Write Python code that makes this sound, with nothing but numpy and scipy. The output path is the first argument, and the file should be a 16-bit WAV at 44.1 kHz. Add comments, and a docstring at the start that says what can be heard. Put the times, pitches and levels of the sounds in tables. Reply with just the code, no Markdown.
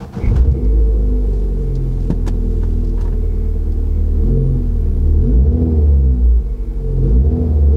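"""A starter whirrs and a belt chirps as a four-cylinder car engine catches with a shudder, heard from the
driver's seat. It flares, settles to idle, then gets one light and two strong blips of the throttle; a
fourth begins at the end. Periodic firing forces the cabin's air modes into a boom, higher harmonics
drone through the body, and puffs of noise add roughness. The closed cabin lets little treble in.
Close by, plastic trim knocks, ticks and creaks, and a hand rustles over a faint hiss."""
import sys
import numpy as np
from scipy import signal
from scipy.fft import rfft, irfft, next_fast_len
from scipy.io import wavfile
from scipy.ndimage import uniform_filter1d, minimum_filter1d, map_coordinates

SR = 44100
rng = np.random.default_rng(int(sys.argv[2]) if len(sys.argv) > 2 else 0)


def pcm_store(signal):
    """Save signal as 16-bit PCM."""
    levels = np.round(np.clip(np.atleast_2d(signal), -1, 1) * 32767)
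    wavfile.write(sys.argv[1], SR, levels.astype(np.int16).T)


N = 342591
TIME = np.arange(N) / SR

# engine speed with the pedal up (cranking, flare, idle): time_s, firing_hz
IDLE_SPEED = [(0, 20), (.2, 22), (.55, 46.4), (.76, 53.7), (1.35, 47.9), (1.95, 42.3), (2.3, 40.8),
              (3, 39.7), (3.8, 37.75), (4.15, 38), (4.6, 40.7), (4.85, 38.3), (5.13, 37.1), (6.6, 47.4),
              (7, 42.9)]
# throttle blips: start_s, rise_s, hold_s, top_firing_hz
BLIPS = [(4.16, .21, .07, 44.7), (5.14, .45, .06, 82.2), (6.99, .36, .07, 81.3), (7.67, .12, .05, 78)]
# how hard the cylinders fire relative to idle, negative while coasting: time_s, load_db
LOAD = [(0, 6), (.1, -3.5), (.24, 16), (.5, 16), (.7, 0.5), (1, -1.5), (1.4, 0), (1.7, -1.5), (2.4, 0.5),
        (3.7, -2.5), (4.15, 0.5), (4.36, 6.5), (4.6, 1), (4.95, -1), (5.22, 9), (5.45, 5), (5.65, 5),
        (5.92, 0), (6.25, -4), (6.55, -9), (6.8, -3), (7.05, 7), (7.35, 2.5), (7.58, -1), (7.77, 2.5)]
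# low orders, with quarters from unequal cylinders: firing_multiple, level_db, db_per_load_db
LOW_ORDERS = [(0.748, -14, -1.4), (1.002, 3.5, 0.57), (1.25, -26, -0.5), (1.499, -29, 0.3),
              (2.001, -5, 1.12), (2.502, -24, -0.5), (2.999, -11.5, 1.19)]
# high orders, with halves from unequal cylinders: firing_multiple, level_db
HIGH_ORDERS = [(3.5, 3.5), (4.0, 14), (4.5, -4.5), (5.0, 10.5), (5.5, 1.5), (6.0, 6.5), (6.5, -4),
               (7.0, 6.5), (7.5, 0), (8.0, 3), (8.5, 4), (9.0, 0.5), (9.5, 0.5), (10.0, 1.5), (10.5, -7.5),
               (11.0, -3.5), (11.5, -5.5), (12.0, -11), (12.5, -17.5), (13.0, -5.5)]
# transmission from engine to seat: frequency_hz, gain_db
BODY_RESPONSE = [(130.0, 0), (165.0, -15.5), (195.0, -3), (220.0, -4), (248.0, 6), (285.0, -17),
                 (325.0, -1.54), (360.0, -5.5), (385.0, 1.5), (415.0, -4.5), (447.0, 11.5), (468.0, -2.5),
                 (495.0, -1.5), (560.0, -20), (680.0, -7), (800.0, -12.5), (1000.0, -50.5)]
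# cabin resonances, and the belt's for the chirp: centre_hz, width_hz, gain_db
AIR_MODES = [(40.9, 6, -26.5), (59.8, 3.26, -5), (67.4, 4.6, -7.5), (72.8, 3.6, -14.5), (96.8, 4.7, -23.5),
             (131.8, 5.63, -9), (190, 21, -13.5), (197, 12, -18.5), (241, 25, -11.5)]
GROWL_MODES = [(132.3, 24, 4.5), (193, 16, 3.5), (233, 22, -5.5)]
RASP_MODES = [(334, 31, -2.5), (392.4, 9.1, -3.5), (455.3, 22, -3.5), (465, 30, -11)]
CHIRP_MODES = [(2110, 90, -6), (2188, 55, 0), (2240, 70, -4), (2370, 140, -11)]
# growth of the engine layers: idle_db, db_per_load_db, db_per_speed_octave
DRONE_LAW, GROWL_LAW = (-44.5, 1.0, 1), (-41.5, 1.05, 17)
RASP_LAW, RUSH_LAW = (-40, 0.74, 10.5), (-52, 0.26, 6.54)
# the starter engages, then cranks: start_s, length_s, level_db
STARTER_RUNS = [(0, 0.048, -42.5), (0.123, 0.292, -44)]
# jolts of the first firings: start_s, pitch_hz, level_db, t60_s
JOLTS = [(0.165, 195, -9, 0.052), (.225, 60, -10, .15), (0.251, 188, -13.5, .1), (.271, 48, 0, 0.25),
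         (0.306, 108, -5.5, 0.16), (0.365, 60, -3, 0.38), (.398, 61, 5.5, .17), (0.398, 120, -10.5, .1),
         (0.474, 66, 4, 0.26), (0.513, 128, -0.5, 0.12)]
# knocks on the trim, levels relative: start_s, click_db, clack_db, thud_db, clack_t60_s
KNOCKS = [(0.355, -39.5, -34.5, -34, 0.12), (2.1, -39.5, -32.5, -7, 0.089), (2.264, -28, -25, -16, 0.024),
          (2.274, -29, -28, -12, 0.06), (2.63, -50.5, -33.5, -26, 0.054), (2.974, -68, -43.5, -43, 0.16),
          (3.009, -39.5, -39.5, -29, 0.061), (3.05, -52, -39, -23.5, 0.064),
          (3.076, -53.5, -36.5, -35.5, .05), (3.121, -72, -46.5, -29, 0.12)]
# ticks of the trim: start_s, relative_level_db
TICKS = [(0.5122, -34.5), (.6439, -40), (1.7524, -30), (2.005, -42), (2.8439, -37), (2.871, -40),
         (2.8924, -39.5), (3.72, -40)]
# swells of the belt, a panel and a moving hand: centre_s, length_s, level_db
BELT_CHIRPS = [(.26, 0.088, -39.5), (.6, 0.32, -59), (1.8, 0.4, -65), (3.35, 0.37, -61.5),
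               (3.95, 0.14, -64), (6.62, 0.47, -63)]
CREAKS = [(2.99, .05, -46), (3.06, .06, -44)]
RUSTLES = [(1.36, 0.28, -59.5), (1.62, 0.14, -62.5), (1.9, 0.29, -62), (2.07, 0.13, -58.5),
           (2.62, .49, -59), (3.03, .13, -59)]
# spectra of the noise sources: frequency_hz, relative_density_db
SHAKE_SPECTRUM = [(22, -6), (45, -7), (65, -9.5), (90, 9.5), (150, -11), (200, -11.5)]
RUSH_SPECTRUM = [(300, -38.5), (520, -15), (670, 1), (880, -4.5), (1150, -11.5), (1650, -22), (2000, -22),
                 (3000, -27.5), (5000, -27), (9000, -54.5)]
WHIRR_SPECTRUM = [(500, -1.5), (800, 17), (1150, 12), (1550, 11), (1850, 0.5), (3000, -0.5), (4000, -3),
                  (6000, -4.5), (7000, -8.5), (10000, -17), (15800, -26)]
CLICK_SPECTRUM = [(900, -30), (2500, 1), (3500, 0), (6000, -1), (9000, -9), (12500, -14), (15800, -24)]
CLACK_SPECTRUM = [(300, -7), (600, -12.5), (850, -1), (925, 1.5), (1050, -5), (1400, -8.5), (1700, -6.5),
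                  (2000, -17), (3500, -25.5)]
THUD_SPECTRUM = [(60, -24.5), (130, -1.5), (180, 9), (240, -6.5), (295, -1), (370, -14), (480, -15),
                 (700, -21.5)]
TICK_SPECTRUM = [(1500, -15), (3300, -5), (5000, 2), (8000, -11), (11000, -22), (15800, -30.5)]
RUSTLE_SPECTRUM = [(1000, -8), (3000, 0.5), (5000, -0.5), (8000, -3.5), (11000, -15.5), (15800, -21.5)]
HISS_SPECTRUM = [(500, 5.5), (900, 13), (1150, 16.5), (1600, 13.5), (1950, 8.5), (2300, 8), (3000, 5.5),
                 (5000, 3), (7000, 2), (10000, 0), (15800, -1)]


def engine_speed(coast_per_s=.575):
    """Firing rate in Hz: each blip raises it, then friction decays it exponentially to governed idle."""
    idle = speed = curve(IDLE_SPEED)
    for start, rise, hold, top in BLIPS:
        before = np.interp(start, TIME, speed)
        climb = before + (top - before) * ease((TIME - start) / rise)
        coasting_s = np.maximum(TIME - start - rise - hold, 0)
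        coast = np.maximum(idle, top * np.exp(-coast_per_s * coasting_s))
        speed = np.select([TIME < start, TIME < start + rise], [speed, climb], coast)
    return speed * (1 + .003 * wobble(9))


def engine_gain(law, speed, idle_hz=40):
    """Power law: a layer's amplitude grows with load and with speed above idle."""
    idle_db, per_load, per_octave = law
    octaves = np.log2(np.maximum(speed / idle_hz, 1))
    return amp(idle_db + per_load * curve(LOAD) + per_octave * octaves)


def engine_boom(firings, shake_db=-10.5, uneven_db=0.14):
    """Forced resonance: low orders drive the cabin's air modes, which ring on and beat against them."""
    load_db = curve(LOAD)
    push = -sum(amp(db + per_load * load_db) * tone(multiple * firings)
                for multiple, db, per_load in LOW_ORDERS)
    caught = np.clip((TIME - .6) / 0.068, 0, 1)
    drive = caught * push * amp(uneven_db * wobble(35))
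    drive += amp(shake_db + 0.68 * load_db) * noise(SHAKE_SPECTRUM)  # uneven firing shakes the cabin
    return filtered(drive, lambda hz: sum(amp(db) * bandpass(hz, centre, width)
                                          for centre, width, db in AIR_MODES))


def engine_drone(speed, firings, flutter_db=3.57, sway_cycles=0.0091):
    """Source and filter: the high orders swell as they glide through the body's resonances."""
    caught = np.clip((TIME - .52) / 0.23, 0, 1)
    drone = np.zeros(N)
    for multiple, db in HIGH_ORDERS:
        level_db = db + along(BODY_RESPONSE, multiple * speed) + flutter_db * wobble(7)
        cycles = multiple * firings + 0.59 * rng.random() + sway_cycles * wobble(18)
        drone += amp(level_db) * tone(cycles)
    return caught * engine_gain(DRONE_LAW, speed) * drone


def engine_roughness(speed, firings, pulsing=0.28, imbalance=0.28, lines_db=-7.8):
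    """Amplitude modulation: each firing puffs noise into the cabin's modes, one in four more strongly."""
    puffs = unit(np.exp(pulsing * np.cos(2 * np.pi * firings) + imbalance * np.cos(np.pi * firings / 2)))
    growl = engine_gain(GROWL_LAW, speed) * resonate(puffs * rng.standard_normal(N), GROWL_MODES)
    rasp = engine_gain(RASP_LAW, speed) * resonate(puffs * rng.standard_normal(N), RASP_MODES)
    rush = unit(np.sqrt(puffs) * noise(RUSH_SPECTRUM))
    # the rush keeps faint lines of the high orders, each coming and going
    lines = np.zeros(N)
    for multiple in np.arange(14, 48) / 2:
        level_db = along(RUSH_SPECTRUM, multiple * speed) + 4 * wobble(3)
        lines += amp(level_db) * tone(multiple * firings + rng.random())
    return growl + rasp + engine_gain(RUSH_LAW, speed) * (rush + amp(lines_db) * unit(lines))


def intake(speed, level_db=-50, brisk_hz_per_s=67):
    """Flow noise: air is drawn in while the open throttle pulls the speed up."""
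    climb = np.clip(np.gradient(speed) * SR / brisk_hz_per_s, 0, 1)
    climb *= TIME > BLIPS[0][0]
    return amp(level_db) * lag(climb ** 2, 0.011) * noise(WHIRR_SPECTRUM)


def starter(release_s=0.064):
    """Gear noise: a fluttering whirr and grind that decays exponentially after each run."""
    gate = sum(amp(db) * ((TIME >= start) & (TIME < start + length)) for start, length, db in STARTER_RUNS)
    running = lag(gate, 0.0013)
    gears = amp(1.7 * wobble(150)) * (noise(WHIRR_SPECTRUM) + noise(RUSH_SPECTRUM))
    return np.maximum(running, lag(running, release_s)) * gears


def belt():
    """Narrow-band resonance: the belt chirps as the engine catches, then rings softly at times."""
    return swells(BELT_CHIRPS) * resonate(rng.standard_normal(N), CHIRP_MODES)


def jolts():
    """Damped free vibration: each of the first firings sets the body ringing."""
    return sum(amp(db) * burst(start, t60, attack_s=0.0052) * np.sin(2 * np.pi * hz * (TIME - start))
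               for start, hz, db, t60 in JOLTS)


def trim_knocks():
    """Impact excitation: struck plastic gives a gritty click, a hollow clack and a longer, low thud."""
    click = unit(noise(CLICK_SPECTRUM) * amp(2.5 * wobble(500)))
    clack, thud = noise(CLACK_SPECTRUM), noise(THUD_SPECTRUM)
    knocks = np.zeros(N)
    for start, click_db, clack_db, thud_db, t60 in KNOCKS:
        contact = amp(click_db + 2) * click + amp(clack_db + 5) * clack
        knocks += burst(start, t60, attack_s=.005) * contact
        knocks += burst(start, 1.37 * t60, attack_s=0.0012) * amp(thud_db) * thud
    return knocks


def trim_ticks():
    """Damped transients: small plastic parts give brief bursts of bright noise."""
    envelope = sum(amp(db - 12.5) * burst(start, t60_s=0.073, attack_s=0.001) for start, db in TICKS)
    return envelope * noise(TICK_SPECTRUM)


def panel_creak(pitch_hz=954, width_hz=28):
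    """Friction excitation: rubbing plastic rings one narrow resonance."""
    return swells(CREAKS) * resonate(rng.standard_normal(N), [(pitch_hz, width_hz, 0)])


def cabin_background(hiss_db=-56.5):
    """Broadband noise: a steady hiss, and grainy swells where a moving hand rustles."""
    hiss = amp(hiss_db) * noise(HISS_SPECTRUM)
    rustle = unit(noise(RUSTLE_SPECTRUM) * amp(2 * wobble(200)))
    return hiss + swells(RUSTLES) * rustle


def amp(db):
    """Decibels to amplitude ratio."""
    return 10 ** (np.asarray(db) / 20)


def unit(x):
    """Normalisation to rms 1."""
    return x / np.sqrt(np.mean(x ** 2) + 1e-20)


def tone(cycles):
    """A sinusoid of rms 1."""
    return np.sqrt(2) * np.cos(2 * np.pi * cycles)


def along(points, hz):
    """Interpolation of (frequency_hz, value) points on a logarithmic axis."""
    frequencies, values = np.transpose(points)
    return np.interp(np.log(hz + 1), np.log(frequencies + 1), values)


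def curve(points):
    """Linear interpolation of (time_s, value) points at every sample."""
    return np.interp(TIME, *np.transpose(points))


def ease(progress):
    """Raised-cosine ramp from 0 to 1."""
    return np.sin(np.pi / 2 * np.clip(progress, 0, 1)) ** 2


def wobble(knots_per_s):
    """Smooth random modulation: a spline through Gaussian knots."""
    coarse = TIME[::64]
    knots = rng.standard_normal(int(TIME[-1] * knots_per_s) + 4)
    return np.interp(TIME, coarse, map_coordinates(knots, [coarse * knots_per_s]))


def burst(start_s, t60_s, attack_s):
    """Envelope of a blow: a quick rise, then exponential decay."""
    age = np.clip(TIME - start_s, 0, 2)
    return (1 - np.exp(-age / attack_s)) * amp(-60 * age / t60_s)


def swells(rows):
    """Superposition of Gaussian envelopes."""
    return sum(amp(db) * np.exp(-(2 * (TIME - centre) / length) ** 2) for centre, length, db in rows)


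def lag(x, time_constant_s):
    """First-order relaxation towards x."""
    keep = np.exp(-1 / (time_constant_s * SR))
    return signal.lfilter([1 - keep], [1, -keep], x)


def filtered(x, response):
    """Linear filtering: the spectrum of x times a frequency response."""
    size = next_fast_len(N + SR // 2)
    return irfft(rfft(x, size) * response(np.fft.rfftfreq(size, 1 / SR)), size)[:N]


def noise(spectrum):
    """Coloured noise of rms 1, falling steeply beyond the ends of its spectrum."""
    low, high = spectrum[0][0], spectrum[-1][0]
    skirts = lambda hz: 1 / np.sqrt((1 + (low / (hz + 1)) ** 10) * (1 + (hz / (1.2 * high)) ** 20))
    return unit(filtered(rng.standard_normal(N), lambda hz: amp(along(spectrum, hz)) * skirts(hz)))


def bandpass(hz, centre, width):
    """Frequency response of a damped oscillator, 1 at resonance."""
    return 1j * hz * width / (centre ** 2 - hz ** 2 + 1j * hz * width)


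def resonate(x, modes):
    """Parallel resonances, each applied twice for steep skirts; rms 1."""
    return unit(filtered(x, lambda hz: sum(amp(db) * bandpass(hz, centre, 2 * width) ** 2
                                           for centre, width, db in modes)))


def scene():
    """Superposition at the seat: speed and load drive the engine; start-up and cabin sounds add to it."""
    speed = engine_speed()
    firings = np.cumsum(speed) / SR  # phase, one cycle per firing
    engine = engine_boom(firings) + engine_drone(speed, firings)
    engine += engine_roughness(speed, firings) + intake(speed)
    start_up = starter() + belt() + jolts()
    trim = trim_knocks() + trim_ticks() + panel_creak()
    return (engine + start_up + trim + cabin_background())[None]


def record(dry, threshold_db=-5.5, fast_s=.025, slow_s=.6, limit=.83, top_hz=15800):
    """Compression: gain falls in loud passages, recovers slowly after long ones; a limiter caps peaks."""
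    peak = -minimum_filter1d(-np.abs(dry[0]), size=800)
    over_db = np.maximum(20 * np.log10(peak + 1e-9) - threshold_db, 0)
    levelled = dry[0] * amp(-np.maximum(lag(over_db, fast_s), lag(over_db, slow_s)))
    needed_gain = np.minimum(1, limit / (np.abs(levelled) + 1e-9))
    held_gain = minimum_filter1d(needed_gain, size=1200)
    smooth_gain = uniform_filter1d(uniform_filter1d(held_gain, size=600), size=600)
    fades = ease(np.minimum(TIME, TIME[-1] - TIME) / .006)
    return filtered(levelled * smooth_gain * fades, lambda hz: hz < top_hz)[None]


dry = scene()
out = record(dry)
pcm_store(out)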